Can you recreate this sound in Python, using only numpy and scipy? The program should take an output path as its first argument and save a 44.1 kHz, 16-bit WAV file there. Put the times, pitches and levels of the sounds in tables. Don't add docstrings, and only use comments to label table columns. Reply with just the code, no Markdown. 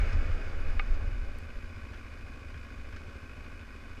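import sys
import numpy as np
from scipy import signal
from scipy.fft import rfft, irfft, next_fast_len
from scipy.io import wavfile
from scipy.ndimage import uniform_filter1d, map_coordinates

SR = 44100
rng = np.random.default_rng(int(sys.argv[2]) if len(sys.argv) > 2 else 0)


def transcribe(signal):
    frames = np.atleast_2d(signal).T
    limited = np.clip(frames, -1, 1)
    pcm = np.round(limited * 32767).astype(np.int16)
    wavfile.write(sys.argv[1], SR, pcm)


N = 176400

# frequency in Hz, relative level in dB.
HOUSING_TREBLE = [(2600, -27), (3300, -4.5), (3480, 2.5), (3700, -1.5), (4250, -4), (4900, -0.5),
                  (5400, -4.5), (5700, -9.5), (6100, -8), (6700, -9), (7400, -14), (10000, -23.5),
                  (15000, -43)]


def amp(db):
    return 10 ** (np.asarray(db) / 20)


def unit(x):
    return x / np.sqrt(np.mean(x ** 2) + 1e-20)


def clock():
    return np.arange(N) / SR


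def curves(rows):
    times, *columns = np.transpose(rows)
    return [np.interp(clock(), times, column) for column in columns]


def wobble(rate):
    return map_coordinates(rng.standard_normal(4096), [clock() * rate], mode="wrap")


def filtered(x, response):
    size = next_fast_len(N + SR // 2)
    return irfft(rfft(x, size) * response(np.fft.rfftfreq(size, 1 / SR)), size)[:N]


def noise(colour):
    knots_hz, db = np.transpose(colour)
    gain = lambda hz: amp(np.interp(np.log(hz + 1), np.log(knots_hz + 1), db))
    return unit(filtered(rng.standard_normal(N), gain))


def even(x, size):
    power = uniform_filter1d(uniform_filter1d(x ** 2, size), size // 2)
    return x / np.sqrt(np.abs(power) + 0.0011)


def ring_down(start, attack, t60):
    age = np.maximum(clock() - start, 0)
    return (1 - np.exp(-age / attack)) * amp(-60 * age / t60)


def hiss():
    # frequency in Hz, relative level in dB.
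    hiss_colour = [(1000, -31), (4000, 3.5), (7500, -2), (10000, -4.5), (13000, -8), (15000, -15)]
    return amp(-72) * noise(hiss_colour)


def tick(at_s=1.3875):
    return amp(-35.5) * (np.arange(N) == round(at_s * SR))


def rattles():
    # start in seconds, level in dB, t60 in seconds, bright edge against the body in dB.
    chinks = [(.128, -50, 0.037, 2), (0.942, -46, .03, -7), (1.931, -48, 0.17, -14),
              (2.542, -38.5, 0.024, -22), (2.924, -46, 0.068, -16), (2.961, -44, 0.069, -9.5)]
    # frequency in Hz, relative level in dB.
    body_colour = [(600, -11), (1200, -15), (1550, 1), (1900, -10), (2500, -14), (3200, -12), (4500, -47)]
    edge_colour = [(2000, -22), (4000, 6), (5300, 9), (6700, -1), (8000, -11), (15000, -32)]
    body, edge = noise(body_colour), noise(edge_colour)
    return sum(amp(db) * ring_down(start, 0.0022, t60) * (body + amp(edge_db) * edge)
               for start, db, t60, edge_db in chinks)


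def rush():
    # time in seconds, relative level in dB.
    fade = [(0, -46.5), (.25, -50.5), (.5, -51.5), (1, -53.5), (1.5, -59.5), (2.5, -60), (4, -59.5)]
    # frequency in Hz, relative level in dB.
    tyre_colour = [(60, -19), (130, 1), (200, -0.5), (300, 0.5), (380, 0), (480, -1), (560, 1), (720, -6.5),
                   (830, -6.5), (940, -16.5), (1500, -35), (4000, -76)]
    air_colour = [(700, -18.5), (950, -14), (1230, -2), (1370, -2), (1510, 1.5), (1770, -5), (2080, -7),
                  (2240, -0.5), (2380, -7.5), (2500, -0.5), (2680, -15.5), (2920, -10.5), (3300, -24.5),
                  (4200, -50)]
    level_db, = curves(fade)
    top_db = level_db.max()
    tyres = noise(tyre_colour) * amp(level_db + 1.5 + 1.27 * wobble(15))
    air = noise(air_colour) + amp(-14.5) * noise(HOUSING_TREBLE)
    air_db = top_db + 4.5 + 1.69 * (level_db - top_db) + 1.2 * wobble(24.35)
    return tyres + air * amp(air_db)


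def wind(cycles):
    # time in seconds, relative levels of the deep thumps and of the flutter in dB.
    buffeting = [(0.03, -27, -33), (0.12, -33.5, -37.5), (0.16, -25.5, -26.5), (0.26, -31, -40),
                 (0.29, -32, -26.5), (0.33, -28, -37.5), (0.44, -39, -55), (0.46, -35.5, -39),
                 (0.54, -33.5, -41.5), (0.76, -26, -39), (0.85, -35.5, -42), (0.92, -25, -37),
                 (1.0, -31.5, -43), (1.02, -33, -35), (1.3, -36.5, -44.5), (1.45, -46.5, -45),
                 (1.6, -37, -48.5), (1.72, -52.5, -46.5), (1.9, -46.5, -45), (2.14, -52.5, -48.5),
                 (2.25, -46.5, -46), (2.38, -50.5, -50), (2.53, -46.5, -42.5), (2.66, -51, -49),
                 (2.8, -44, -43.5), (3.18, -53.5, -50.5), (3.5, -45, -49), (3.65, -53, -50),
                 (3.9, -46, -51)]
    # start in seconds, level in dB.
    eddies = [(0.138, -20.5), (2.552, -34)]
    # frequency in Hz, relative level in dB.
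    thump_colour = [(5, -6.5), (14, -0.5), (27, 3.5), (45, -8.5), (65, -23), (130, -44), (400, -77),
                    (2000, -130)]
    flutter_colour = [(35, -25.5), (60, -2.5), (84, 1), (100, -10.5), (125, -22), (170, -38.5), (220, -33),
                      (500, -80), (2000, -120)]
    slap_colour = [(30, -5), (80, 3), (160, -15), (300, -18.5), (700, -46), (2000, -120)]
    thump_db, flutter_db = curves(buffeting)
    calm = (thump_db.max() - thump_db) / np.ptp(thump_db)
    thumps = even(noise(thump_colour), size=4000)
    thumps *= amp(thump_db + 3 + 1.5 * calm * wobble(6.26))
    beat_db = 0.5 * np.cos(2 * np.pi * (cycles + 0.12))
    flutter = even(noise(flutter_colour), size=3500) * amp(flutter_db + beat_db)
    slap_envelope = sum(amp(db) * ring_down(start, attack=0.004, t60=0.079) for start, db in eddies)
    slaps = even(noise(slap_colour), size=800) * slap_envelope
    return thumps + flutter + slaps


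def knock(start_s=0.7948, build_periods=3.8):
    # frequency in Hz, relative level in dB, t60 in seconds.
    housing_modes = [(493, -1, 0.024), (790, -2.5, 0.029), (1222, -3, 0.052), (1480, -16, 0.041),
                     (1990, -2.5, 0.026), (2230, 4, 0.028), (2512, -4, 0.044), (2787, -6.5, 0.025)]
    # frequency in Hz, relative level in dB.
    crack_colour = [(200, -2), (700, 3), (1700, 7), (2800, 2.5), (3400, 0), (5300, -15), (5800, -32),
                    (7000, -50)]
    age = clock() - start_s
    ring = np.zeros(N)
    for hz, db, t60 in housing_modes:
        tone = np.sin(2 * np.pi * hz * age + rng.uniform(0, 2 * np.pi))
        ring += amp(db) * tone * ring_down(start_s, build_periods / hz, t60)
    crack = even(noise(crack_colour), size=130) * ring_down(start_s, attack=0.00097, t60=0.013)
    return amp(-24) * (ring + amp(1.5) * crack)


def clatter(cycles, stroke_drop_db=5.5, fall_db_per_s=0.23):
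    # frequency in Hz, relative level in dB.
    metal_colour = [(500, -14), (800, -19.5), (930, -11), (1100, 0.5), (1300, -8), (1490, 2), (1700, -3),
                    (1800, -14.5), (1890, -4), (1970, -11), (2100, -4.5), (2350, -3.5), (2510, 1.5),
                    (2690, -16), (2930, -8.5), (3240, -21), (4200, -58)]
    stroke_phase = uniform_filter1d((4 * cycles - 0.16) % 1, size=90)
    swing_db = -stroke_drop_db * stroke_phase + 0.7 * np.cos(2 * np.pi * cycles) + 0.65 * wobble(110)
    grind = noise(metal_colour) + amp(-13.5) * noise(HOUSING_TREBLE)
    return unit(grind * amp(swing_db)) * amp(-53.235 - fall_db_per_s * clock())


def burns(cycles, place, jitter_s=0.00012, scatter_db=1):
    firing_cycles = np.arange(1, int(cycles[-1] - place) + 1) + place
    times = np.interp(firing_cycles, cycles, clock())
    late, strength = rng.standard_normal((len(times), 2)).T
    index = np.clip(np.round((times + jitter_s * late) * SR), 0, N - 1).astype(int)
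    return np.bincount(index, amp(scatter_db * strength), N)


def silencer(pulses, modes, muffle_hz=1100):
    def response(f):
        return sum((-1) ** k * amp(db) * 1j * f * width / (hz * hz - f * f + 1j * f * width)
                   for k, (hz, width, db) in enumerate(modes))
    muffled = signal.sosfilt(signal.butter(2, muffle_hz, fs=SR, output="sos"), pulses)
    return unit(filtered(muffled, response))


def exhaust(cycles, rise_db_per_s=0.03):
    # place as a share of the cycle, relative level in dB.
    firings = [(-.07, -4.5), (.18, -2.5)]
    # frequency in Hz, width in Hz, relative level in dB.
    pipe_modes = [(229.3, 14, 3.5), (276, 18.6, 0), (337, 24, -7), (572, 49, -14)]
    boom_modes = [(14.1, 3.6, -14), (41.3, 11.7, -4), (81, 30, -1)]
    pulses = [amp(db) * burns(cycles, place) for place, db in firings]
    chug = amp(-57.5) * silencer(sum(pulses), pipe_modes)
    boom = amp(-53) * silencer(pulses[0], boom_modes)
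    return (chug + boom) * amp(rise_db_per_s * (clock() + 1))


def scene():
    # time in seconds, engine speed in four-stroke cycles per second.
    engine_speed = [(0, 14.65), (1, 14.68), (1.5, 14.69), (2, 13.87), (2.5, 13.63), (3, 13.56),
                    (3.5, 13.35), (4, 13.3)]
    cycle_rate, = curves(engine_speed)
    cycles = np.cumsum(cycle_rate) / SR
    engine = exhaust(cycles) + clatter(cycles)
    return (engine + rush() + wind(cycles) + knock() + rattles() + tick() + hiss())[None]


def record(dry):
    return filtered(dry[0], lambda hz: hz < 15200)[None]


dry = scene()
out = record(dry)
transcribe(out)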